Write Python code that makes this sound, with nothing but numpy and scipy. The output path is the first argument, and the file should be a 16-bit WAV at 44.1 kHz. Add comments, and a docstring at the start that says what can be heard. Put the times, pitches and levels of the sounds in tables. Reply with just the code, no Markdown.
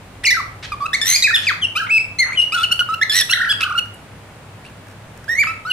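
"""Two chattering cockatiels

Two pet birds call in a small bare enclosure close to a stereo recorder: whistled chirps, warbles and raspy
squawks, each a stack of gliding partials with breath noise. Scratchy rasps are bands of grainy noise,
claw ticks are short scrapes that ring the floor, and the walls answer every sound with a tail of noise.
Ventilation noise, steady hums and one low rumble lie below, and gain control ducks the loudest notes."""
import sys
import numpy as np
from scipy import signal
from scipy.fft import rfft, irfft, next_fast_len
from scipy.io import wavfile
from scipy.ndimage import uniform_filter1d, map_coordinates

SR = 44100
rng = np.random.default_rng(int(sys.argv[2]) if len(sys.argv) > 2 else 0)


def ratio(d):
    """dB to gain"""
    e = np.asarray(d, float) / 20
    return 10 ** e


def inscribe(sig):
    """Save sig as 16-bit PCM at rate SR to the path in sys.argv[1].

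    A 1-D sig is mono; a 2-D sig holds one channel per row.
    Samples are clipped to [-1, 1] before scaling.
    """
    pcm = np.round(np.clip(np.atleast_2d(sig).T, -1, 1) * 32767)
    wavfile.write(sys.argv[1], SR, pcm.astype(np.int16))


N = 252252  # length in samples


def unit(x):
    """Scales x to rms 1."""
    return x / np.sqrt(np.mean(x ** 2) + 1e-20)


def along(points, hz):
    """Reads a curve of (Hz, value) points on a logarithmic frequency axis."""
    f, v = np.transpose(points)
    return np.interp(np.log(hz + 1), np.log(f + 1), v)


def wobble(n, rate_hz):
    """A smooth random curve of n samples, with rate_hz random points a second."""
    points = rng.standard_normal(int(n * rate_hz / SR) + 4)
    return map_coordinates(points, [np.arange(n) * rate_hz / SR])


def filtered(x, response):
    """Filters x by multiplying its spectrum with a response of frequency."""
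    n = x.shape[-1]
    size = next_fast_len(n + 4096)
    return irfft(rfft(x, size) * response(np.fft.rfftfreq(size, 1 / SR)), size)[..., :n]


def add(track, x, s):
    """Mixes x into the track from time s in seconds."""
    part = track[:, round(s * SR):][:, :x.shape[-1]]
    part += x[..., :part.shape[1]]


# Plain notes, one straight glide each. Each row: start in seconds, length in seconds, first pitch in Hz,
# last pitch in Hz, starting level in dB, change of level in dB.
PLAIN_NOTES = [(.719, 0.029, 1243, 1120, -20.5, -6), (2.321, 0.035, 2017, 2520, -24, -5.5),
               (2.792, 0.032, 1492, 1398, -10, -8), (5.47, 0.052, 1275, 1337, -19.5, -8.5)]
# Bent calls, pitch and level drawn through several points, one list each. Each row: time in seconds,
# middle pitch in Hz, basic level in dB (first and second partial together).
BENT_CALLS = [
    [(.234, 2010, -29), (.244, 1895, -22), (.25, 2740, -17.5), (.255, 2897, -11), (.263, 2400, -14),
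     (.274, 1985, -10.5), (.29, 2387, -10.5), (.301, 2190, -12.5), (.31, 1728, -16.5), (.317, 1993, -12.5),
     (.331, 2022, -10.5), (.337, 1788, -31), (.35, 1500, -23), (.362, 1674, -28.5), (.372, 1340, -19.5),
     (.39, 1305, -21.5), (.408, 1107, -23)],
    [(.804, 1155, -25), (.83, 1136, -21), (.855, 1270, -25.5), (.868, 1330, -15)],
    [(.931, 1720, -18), (.94, 1880, -11.5), (.952, 2294, -14), (.96, 2020, -16)],
    [(1.014, 1743, -10.5), (1.04, 1797, -25.5), (1.085, 2008, -13.5), (1.148, 2131, -13),
     (1.157, 2523, -15), (1.165, 2300, -7)],
    [(1.223, 2095, -7), (1.231, 1850, -14.5), (1.244, 2552, -8.5), (1.265, 2382, -12.5), (1.28, 1648, -17),
     (1.3, 1770, -20.5), (1.312, 1330, -20.5), (1.324, 1715, -30), (1.338, 1865, -14.5),
     (1.362, 1715, -9.5), (1.37, 1220, -21)],
    [(1.468, 2620, -13.5), (1.486, 2226, -10.5), (1.5, 1660, -15.5), (1.522, 1038, -27)],
    [(1.612, 3430, -39), (1.625, 3210, -17.5), (1.648, 2793, -12.5), (1.658, 2810, -20)],
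    [(1.752, 1170, -28.5), (1.765, 1252, -15), (1.782, 1530, -18), (1.79, 1546, -27), (1.805, 1666, -19.5),
     (1.822, 1305, -22.5), (1.845, 1339, -20.5), (1.865, 1800, -40)],
    [(1.89, 2030, -30), (1.903, 2345, -16.5), (1.914, 2632, -11.5), (1.945, 2594, -9), (1.979, 2612, -8.5),
     (1.985, 2256, -14.5), (1.991, 2585, -20), (2.003, 2610, -14), (2.08, 2620, -35)],
    [(2.186, 2030, -20.5), (2.195, 2168, -12), (2.225, 2067, -10), (2.233, 1957, -12.5), (2.246, 1800, -23)],
    [(2.36, 3140, -28), (2.37, 3125, -33), (2.375, 3014, -16), (2.4, 2844, -7.5), (2.418, 2885, -16),
     (2.432, 2906, -16)],
    [(2.521, 1175, -23.5), (2.55, 1473, -16), (2.6, 1273, -19.5), (2.63, 1407, -20), (2.64, 1503, -11),
     (2.652, 1283, -16)],
    [(2.71, 1430, -28), (2.719, 1359, -15.5), (2.727, 1506, -9.5), (2.736, 1370, -32)],
    [(2.888, 1272, -21.5), (2.94, 1330, -18.5), (2.95, 1470, -22)],
    [(3.013, 1750, -14.5), (3.022, 1726, -12), (3.034, 2174, -10), (3.04, 1770, -25)],
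    [(3.096, 1769, -11.5), (3.118, 1656, -20.5), (3.135, 1774, -17), (3.165, 1959, -10.5),
     (3.195, 1948, -10.5), (3.215, 1760, -11.5), (3.227, 1685, -15)],
    [(3.292, 1285, -27.5), (3.305, 1327, -24.5), (3.313, 1446, -14.5), (3.321, 1410, -22)],
    [(3.324, 1548, -9), (3.338, 1778, -13), (3.35, 1613, -21), (3.45, 1666, -19.5), (3.491, 1460, -22),
     (3.502, 1695, -14.5), (3.512, 1698, -11), (3.522, 1600, -17), (3.529, 1217, -16.5)],
    [(3.598, 1282, -36), (3.615, 1343, -14), (3.627, 1277, -22), (3.634, 1367, -9.5), (3.642, 1400, -17),
     (3.66, 1343, -22.5), (3.75, 1313, -25.5), (3.772, 1364, -17), (3.78, 1423, -15.5), (3.791, 1471, -9.5),
     (3.8, 1300, -22.5)],
    [(4.642, 2210, -50), (4.658, 2715, -41.5), (4.69, 2760, -53.5)],
    [(5.28, 1560, -28), (5.295, 1810, -17.5), (5.315, 1903, -18.5), (5.338, 1876, -16.5),
     (5.346, 1934, -35), (5.354, 1968, -17.5), (5.364, 2136, -30.5), (5.39, 2190, -12), (5.4, 2364, -10.5),
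     (5.416, 2313, -9), (5.425, 2190, -16.5), (5.437, 1517, -20.5), (5.446, 1030, -26)],
    [(5.65, 1240, -28.5), (5.675, 1466, -24.5), (5.7, 1508, -25), (5.72, 1380, -11.5)],
]


def calls():
    """All bird calls, each placed by the turn of the head and answered by the walls."""
    out = np.zeros((2, N))
    notes = []
    for s, length, first_hz, last_hz, db, change_db in PLAIN_NOTES:
        notes.append([(s, first_hz, db), (s + length, last_hz, db + change_db)])
    for rows in notes + BENT_CALLS:
        start, end = rows[0][0], rows[-1][0]
        pan_db, echo_db = head((start + end) / 2)
        add(out, in_room(chirp(rows, pan_db), echo_db), start)
    return out


def chirp(rows, pan_db):
    """One call: the syrinx sounds a stack of partials on a gliding pitch, with breath and flutter."""
    s, *columns = np.transpose(rows)
    t = np.arange(s[0], s[-1], 1 / SR)
    n = len(t)
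    glides = [uniform_filter1d(np.interp(t, s, c), size=120, mode="nearest") for c in columns]
    hz, level_db = np.add(glides, warble(t))
    overtone_db = gape(t)
    # the two lowest partials share the level
    first_db = level_db - 10 * np.log10(1 + ratio(overtone_db[0]) ** 2)
    second_db, third_db = first_db + overtone_db

    depth, hiss, bright, beat, pulse = flutter(t)
    unsteady = 0.0059 * wobble(n, 200.7)
    rough = depth * (0.037 * beat + 0.073 * wobble(n, 598.5))
    hz = hz * (1 + unsteady + rough)
    phase = 2 * np.pi * np.cumsum(hz) / SR

    third = ratio(third_db) * bright * pulse  # the overtones throb deeper than the fundamental
    # a pressed voice moves strength to the higher partials
    sizes = [ratio(first_db), ratio(second_db) / bright, third] + high_partials(third, hz)
    voice = partials(sizes, hz, phase, depth) + off_tones(t)
    breath_size = hiss * np.hypot(ratio(second_db), ratio(first_db - 10.0))
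    voice = pulse * (voice + breath_size * breath(phase))
    edges = np.clip(np.minimum((t - s[0]) / 0.0014, (s[-1] - t) / 0.002), 0, 1)
    return voice * edges * ratio(np.array([[.5], [-.5]]) * pan_db)


def partials(sizes, hz, phase, depth):
    """Sums the whole multiples of the pitch in stereo; no partial is quite steady."""
    n = len(phase)
    side = np.array([[.5], [-.5]])
    voice = np.zeros((2, n))
    for k, size in enumerate(sizes, 1):
        # under flutter each partial breaks up into grains of its own
        size = size * ratio(1.95 * wobble(n, 140.9) + 9.7 * depth * wobble(n, 502))
        # the near walls turn the phase differently left and right, more so at high pitch
        turn = rng.choice([-1, 1]) * min(.5 * k * np.mean(hz) / 1500, 1.5)
        # the higher a partial, the more it frays into noise
        blur = .13 * max(k - 2, 0) * wobble(n, 900)
        voice -= np.sqrt(2) * size * np.cos(k * phase + 0.23 * k * k + blur + side * turn)
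    return voice


# Average strength of the higher partials. Each row: frequency in Hz, level over the third partial in dB.
BEAK_TONE = [(3000, 10.5), (6200, -9.5), (7800, -12.5), (9600, -15), (12500, -16.5), (15500, -28)]


def high_partials(third, hz):
    """Sizes of partials 4 to 11, shaped by the beak and wavering around its curve."""
    sizes = []
    for k in range(4, 12):
        shape = ratio(along(BEAK_TONE, k * hz) + 5 * wobble(len(hz), 150))
        sizes.append(third * shape * (k * hz < SR / 2))
    return sizes


# Rough moments, the squawks among them. Each row: start in seconds, end in seconds, depth from 0 to 1,
# breath hiss in dB over the low partials' strength, gain in dB of the third partial and up
# (the second loses as much).
ROUGH_MOMENTS = [(0.236, 0.246, 0.25, 6, 0), (1.0435, 1.143, 0.28, -9, 8), (3.119, 3.217, 0.15, -7, 9),
                 (2.551, 2.635, 0.08, -7.5, 1.5), (3.285, 3.304, 0.34, -2, -6),
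                 (3.593, 3.626, 0.3, -11.5, 2.5), (2.315, 2.36, 0.33, -10, 7), (4.638, 4.692, 0.5, 6, 4)]


def flutter(t):
    """The syrinx flutters and partly shuts with each throb: depth, hiss, brightness, beat, pulse."""
    throb_hz, closed_share = 92, .12
    closing_per_depth, most_closed = 3.4, .85
    n = len(t)
    depth, hiss, bright = np.zeros(n), np.full(n, ratio(-21)), np.ones(n)
    throbs = np.zeros(n)
    for start, end, deep, hiss_db, bright_db in ROUGH_MOMENTS:
        inside = (t > start) & (t < end)
        depth[inside] = np.clip(deep, 0, 1)
        hiss[inside], bright[inside] = ratio(hiss_db), ratio(bright_db)
        throbs[inside] = (t[inside] - start) * throb_hz
    throbs += .06 * wobble(n, 60)  # slightly uneven
    beat = -np.cos(2 * np.pi * throbs)
    shut = np.exp(-((throbs - np.round(throbs)) / closed_share) ** 2)
    closing = np.clip(closing_per_depth * depth, 0, most_closed) * shut
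    pulse = (1 + depth * beat / 2) * (1 - closing)
    return depth, hiss, bright, beat, pulse


# Rough tones out of tune with the stack. Each row: start in seconds, end in seconds, first middle pitch in Hz,
# last middle pitch in Hz, average level in dB before the flutter's pulse.
SECOND_VOICE = [(1.068, 1.147, 3400, 3600, -39), (2.571, 2.623, 3430, 3500, -29.5),
                (3.111, 3.215, 4200, 4360, -24.5)]


def off_tones(t):
    """The other half of the syrinx adds a tone of its own, unsteady in pitch and level."""
    n = len(t)
    side = np.array([[.5], [-.5]])
    out = np.zeros((2, n))
    for start, end, first_hz, last_hz, db in SECOND_VOICE:
        hz = np.interp(t, [start, end], [first_hz, last_hz]) * (1 + .025 * wobble(n, 300))
        fade = np.clip(np.minimum(t - start, end - t) / 0.0087, 0, 1)
        size = fade * ratio(db + 4 * wobble(n, 300))
        out += np.sqrt(2) * size * np.cos(2 * np.pi * np.cumsum(hz) / SR + side)
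    return out


# Colour of the breath hiss. Each row: frequency in Hz, relative level in dB per Hz.
BREATH_COLOUR = [(900, -23), (1500, -6.5), (4000, -1), (7000, -17), (9500, -6.5), (12000, -32),
                 (15500, -37)]


def breath(phase):
    """Hiss of the syrinx at rms 1: air escapes once in each cycle of the pitch."""
    n = len(phase)
    gate = 1 + np.cos(phase)
    air = gate * (rng.standard_normal(n) + 0.93 * rng.standard_normal((2, n)))
    return unit(filtered(air, lambda hz: ratio(along(BREATH_COLOUR, hz))))


# Warbled stretches. Each row: first crest in seconds, end in seconds, pitch swing to either side in Hz,
# swings a second at the first crest, swings a second once settled.
WARBLED = [(3.338, 3.488, 224, 43.5, 32.47), (3.641, 3.766, 148, 40.4, 31.1)]


def warble(t):
    """Pitch swing in Hz and level swing in dB: the rate slows down, the swing fades in and out."""
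    settle_s, fade_s = 0.0362, 0.0139
    turn_db, uneven_db = 3, 3
    hz, db = np.zeros(len(t)), np.zeros(len(t))
    for crest, end, swing_hz, first_hz, settled_hz in WARBLED:
        u = t - crest
        settling = 1 - np.exp(-np.clip(u, -settle_s, None) / settle_s)
        turns = settled_hz * u + (first_hz - settled_hz) * settle_s * settling
        on = np.clip(np.minimum(u / fade_s + 1, (end - t) / fade_s), 0, 1)
        hz += on * swing_hz * np.cos(2 * np.pi * turns)
        db += on * turn_db * np.cos(2 * 2 * np.pi * turns)  # louder at both turning points of the pitch
        db += on * uneven_db * wobble(len(t), 70)
    return hz, db


# Overtone colour of stretches of the calls, mostly with the beak open. Each row: start in seconds,
# end in seconds, second partial over the first in dB, third partial over the first in dB
# (both before any flutter, and never below the shut beak's level).
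OVERTONE_COLOUR = [(0.252, 0.268, 0.5, -9), (0.258, 0.284, -3, -8), (.28, 0.323, -6.5, -29),
                   (0.303, 0.318, -5, -1), (0.718, 0.736, -6, -23), (0.857, .875, 3, -15),
                   (.925, 0.954, -3.5, -12), (1.009, 1.04, 7, -5), (1.047, 1.177, 7.5, -2.5),
                   (1.214, 1.245, 10.5, 0.5), (1.343, 1.375, 13, -1), (1.474, 1.506, -10.5, -21),
                   (1.75, 1.793, 7.5, -7.5), (1.936, 2.078, -21, -29.5), (2.18, 2.208, 5.5, -3.5),
                   (2.194, 2.25, -18, -27.5), (2.355, 2.432, -28, -31.5), (2.515, 2.554, 5, -7),
                   (2.577, 2.625, -13, -18.5), (2.632, 2.654, 14.5, -1.5), (2.713, 2.744, 14.5, 3),
                   (2.781, 2.811, 11, -10.5), (2.94, 2.955, 6.5, -9.5), (2.987, 3.045, -8, -17.5),
                   (3.094, 3.125, 12, 0.5), (3.11, 3.24, 5, -8.5), (3.293, 3.32, 10, 9.5),
                   (3.321, 3.34, 6, -15.5), (3.489, 3.536, 5.5, -7), (3.598, 3.647, 9.5, -9),
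                   (3.654, 3.774, -14.5, -39), (3.778, 3.803, 12, -8.5), (5.275, 5.416, -23, -18.5),
                   (5.434, 5.455, -0.5, -16), (5.45, 5.514, -4.5, -23), (5.646, 5.703, -22, -22),
                   (5.701, 5.725, 20, 0)]


def gape(t):
    """Second and third partial over the first, in dB: an opening beak lets more overtones out."""
    shut_db, change_s = np.array([[-27.0], [-27.0]]), 0.0087
    db = shut_db + 0 * t
    for start, end, *colour_db in OVERTONE_COLOUR:
        # halfway there at start and end
        share = np.clip(np.minimum(t - start, end - t) / change_s + .5, 0, 1)
        db = np.maximum(db, shut_db + (np.c_[colour_db] - shut_db) * share)
    return db


# The heads turn to a side and away to the walls. Each row: time in seconds, left minus right in dB,
# the walls' ringing against the call in dB.
HEAD_TURNS = [(.3, -0.5, -6), (.8, -1.5, -8), (1.1, 0, -2.5), (1.3, -0.5, -4.5), (1.63, 2.5, -7),
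              (1.8, 0, -5), (1.95, -0.5, -8.5), (2.2, 0, -6), (2.4, 4, -7), (2.6, 0.5, -8), (2.9, -1, -7),
              (3.15, -2.5, -8.5), (3.35, -1.5, -3), (3.65, -1.5, -9.5), (4.65, -1, -10), (5.3, -4.5, -4),
              (5.68, -0.5, -4)]


def head(s):
    """Left minus right and the walls' share, in dB, gliding between head positions."""
    at, pan_db, echo_db = np.transpose(HEAD_TURNS)
    return np.interp(s, at, pan_db), np.interp(s, at, echo_db)


# Voiceless rasps and rustles. Each row: start in seconds, length in seconds, rms level in dB before the swell,
# centre frequency in Hz, width in octaves (spread of a bell curve).
RASP_BURSTS = [(0.626, 0.035, -30, 2270, 0.86), (1.417, 0.058, -33, 3160, 0.71),
               (1.866, 0.014, -29, 1800, 0.51), (2.242, 0.09, -32.5, 1520, 0.48),
               (2.414, 0.013, -34, 4000, 0.55), (3.447, 0.011, -31.5, 2700, 0.58),
               (3.606, .007, -22, 2600, 0.72), (3.938, 0.013, -48, 9400, 0.3)]


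def rasps():
    """Scratchy rasps: grainy noise in one broad band under a soft swell."""
    out = np.zeros((2, N))
    for s, length, db, centre_hz, octaves in RASP_BURSTS:
        n = round(length * SR)
        noise = rng.standard_normal(n) + 0.46 * rng.standard_normal((2, n))
        grains = noise * ratio(0.74 * wobble(n, 465))
        band = filtered(grains, lambda hz: np.exp(-(np.log2((hz + 1) / centre_hz) / octaves) ** 2 / 2))
        swell = np.abs(np.sin(np.pi * np.arange(n) / n)) ** 0.26
        add(out, in_room(ratio(db) * unit(band) * swell, -1.7), s)
    return out


# Claw ticks on the floor. Each row: time in seconds, peak level in dB before the walls answer.
CLAW_TICKS = [(3.8554, -32), (4.6974, -35.5), (5.174, -33), (5.2417, -31), (4.8677, -36), (4.8837, -36),
              (4.899, -37), (4.911, -36), (4.9235, -38)]
# How the floor rings. Each row: frequency in Hz, width in Hz, relative strength in dB.
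FLOOR_RINGS = [(1600, 200, 16), (5300, 1300, -1), (8300, 2500, -17)]


def ticks():
    """A claw scrapes for a few milliseconds and rings the floor's resonances briefly."""
    def floor(f):
        return sum(ratio(db) * 1j * f * w / (c * c - f * f + 1j * f * w) for c, w, db in FLOOR_RINGS)

    out, t = np.zeros((2, N)), np.arange(SR // 50) / SR
    fade = ratio(-60 * t / .02) * (1 - np.exp(-t / .0015))
    for s, db in CLAW_TICKS:
        noise = rng.standard_normal(len(t)) + .6 * rng.standard_normal((2, len(t)))
        tick = filtered(noise * fade, floor)
        add(out, in_room(ratio(db) * tick / np.abs(tick).max(), -12), s)
    return out


# How long the walls ring. Each row: frequency in Hz, time to fade by 60 dB in seconds.
WALL_RINGING = [(1000, 0.51), (2600, 0.41), (7000, 0.33), (14000, 0.4)]


def in_room(x, echo_db):
    """Adds the walls' answer, fading noise, with a new tail for each sound since the birds keep moving."""
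    hz, t, z = signal.stft(rng.standard_normal((2, SR // 2)), SR, nperseg=256)
    fade = ratio(-60 * t / along(WALL_RINGING, hz)[:, None])
    tail = signal.istft(z * fade, SR, nperseg=256)[1]
    delayed = np.pad(x[0], (round(0.007 * SR), 0))[None]  # 7 ms
    wet = signal.fftconvolve(delayed, tail, axes=1)
    wet *= ratio(echo_db) * np.sqrt(2) / np.linalg.norm(tail)
    return wet + np.pad(x, ((0, 0), (0, wet.shape[1] - x.shape[1])))


# Colour of the ventilation. Each row: frequency in Hz, relative level in dB per Hz.
VENT_COLOUR = [(20, -11), (45, -29), (63, 0.5), (80, -15), (100, 4), (125, -2.5), (165, -4.5), (250, -9),
               (330, -12.5), (640, -11.5), (1200, -15), (2500, -19.5), (5500, -31), (9500, -30.5),
               (13000, -40), (15600, -35)]
# How alike left and right are. Each row: frequency in Hz, likeness from -1 to 1 (held to 0.975 at most).
LIKENESS = [(60, 0.99), (240, 0.94), (950, 0.63), (3770, 0.029), (15000, -0.32)]
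# Steady tones, a mains hum and a faint high one. Each row: frequency in Hz, middle rms level in dB.
STEADY_TONES = [(100, -48), (9415, -88)]


def room_air():
    """Ventilation noise, most alike left and right in the bass, with wavering tones and a passing rumble."""
    def turn(hz):
        return np.arccos(np.clip(along(LIKENESS, hz), -1, .975)) / 2

    def mid_and_side(hz):
        return ratio(along(VENT_COLOUR, hz)) * [np.cos(turn(hz)), np.sin(turn(hz))]

    mid, side = filtered(rng.standard_normal((2, N)), mid_and_side)
    air = ratio(-40 + 0.064 * wobble(N, 6.0)) * unit(np.array([mid + side, mid - side]))

    t = np.arange(N) / SR
    hum = np.zeros(N)
    for hz, db in STEADY_TONES:
        tone = np.sin(2 * np.pi * hz * t + 1.05 * wobble(N, 10))
        hum += np.sqrt(2) * ratio(db + 2.2 * wobble(N, 5.22)) * tone

    # a low rumble around 55 Hz swells once
    middle_s, width_s, top_db = 0.63, 0.5, -45
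    low = filtered(rng.standard_normal(N), lambda hz: np.exp(-(np.log2((hz + 1) / 55) / .4) ** 2 / 2))
    rumble = ratio(top_db) * np.exp(-((t - middle_s) / width_s) ** 2 / 2) * unit(low)
    return air + hum + rumble


def scene():
    """Birds, rasps and claw ticks over the room."""
    return calls() + rasps() + ticks() + room_air()


def top_cut(x):
    """Nothing passes above the cut-off."""
    return signal.sosfilt(signal.butter(12, 15610, fs=SR, output="sos"), x)


def record(dry):
    """Gain control turns everything down while a loud note is held; the top treble is cut off."""
    threshold_db, cut_per_db, top_hz = -15.0, .4, 15600
    power = np.abs(uniform_filter1d(np.mean(dry ** 2, 0), size=2000))
    level_db = 10 * np.log10(power + 1e-12)
    gain_db = uniform_filter1d(-cut_per_db * np.maximum(level_db - threshold_db, 0), size=800)
    mix = filtered(dry * ratio(gain_db), lambda hz: hz < top_hz)
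    return top_cut(mix)


dry = scene()
out = record(dry)
inscribe(out)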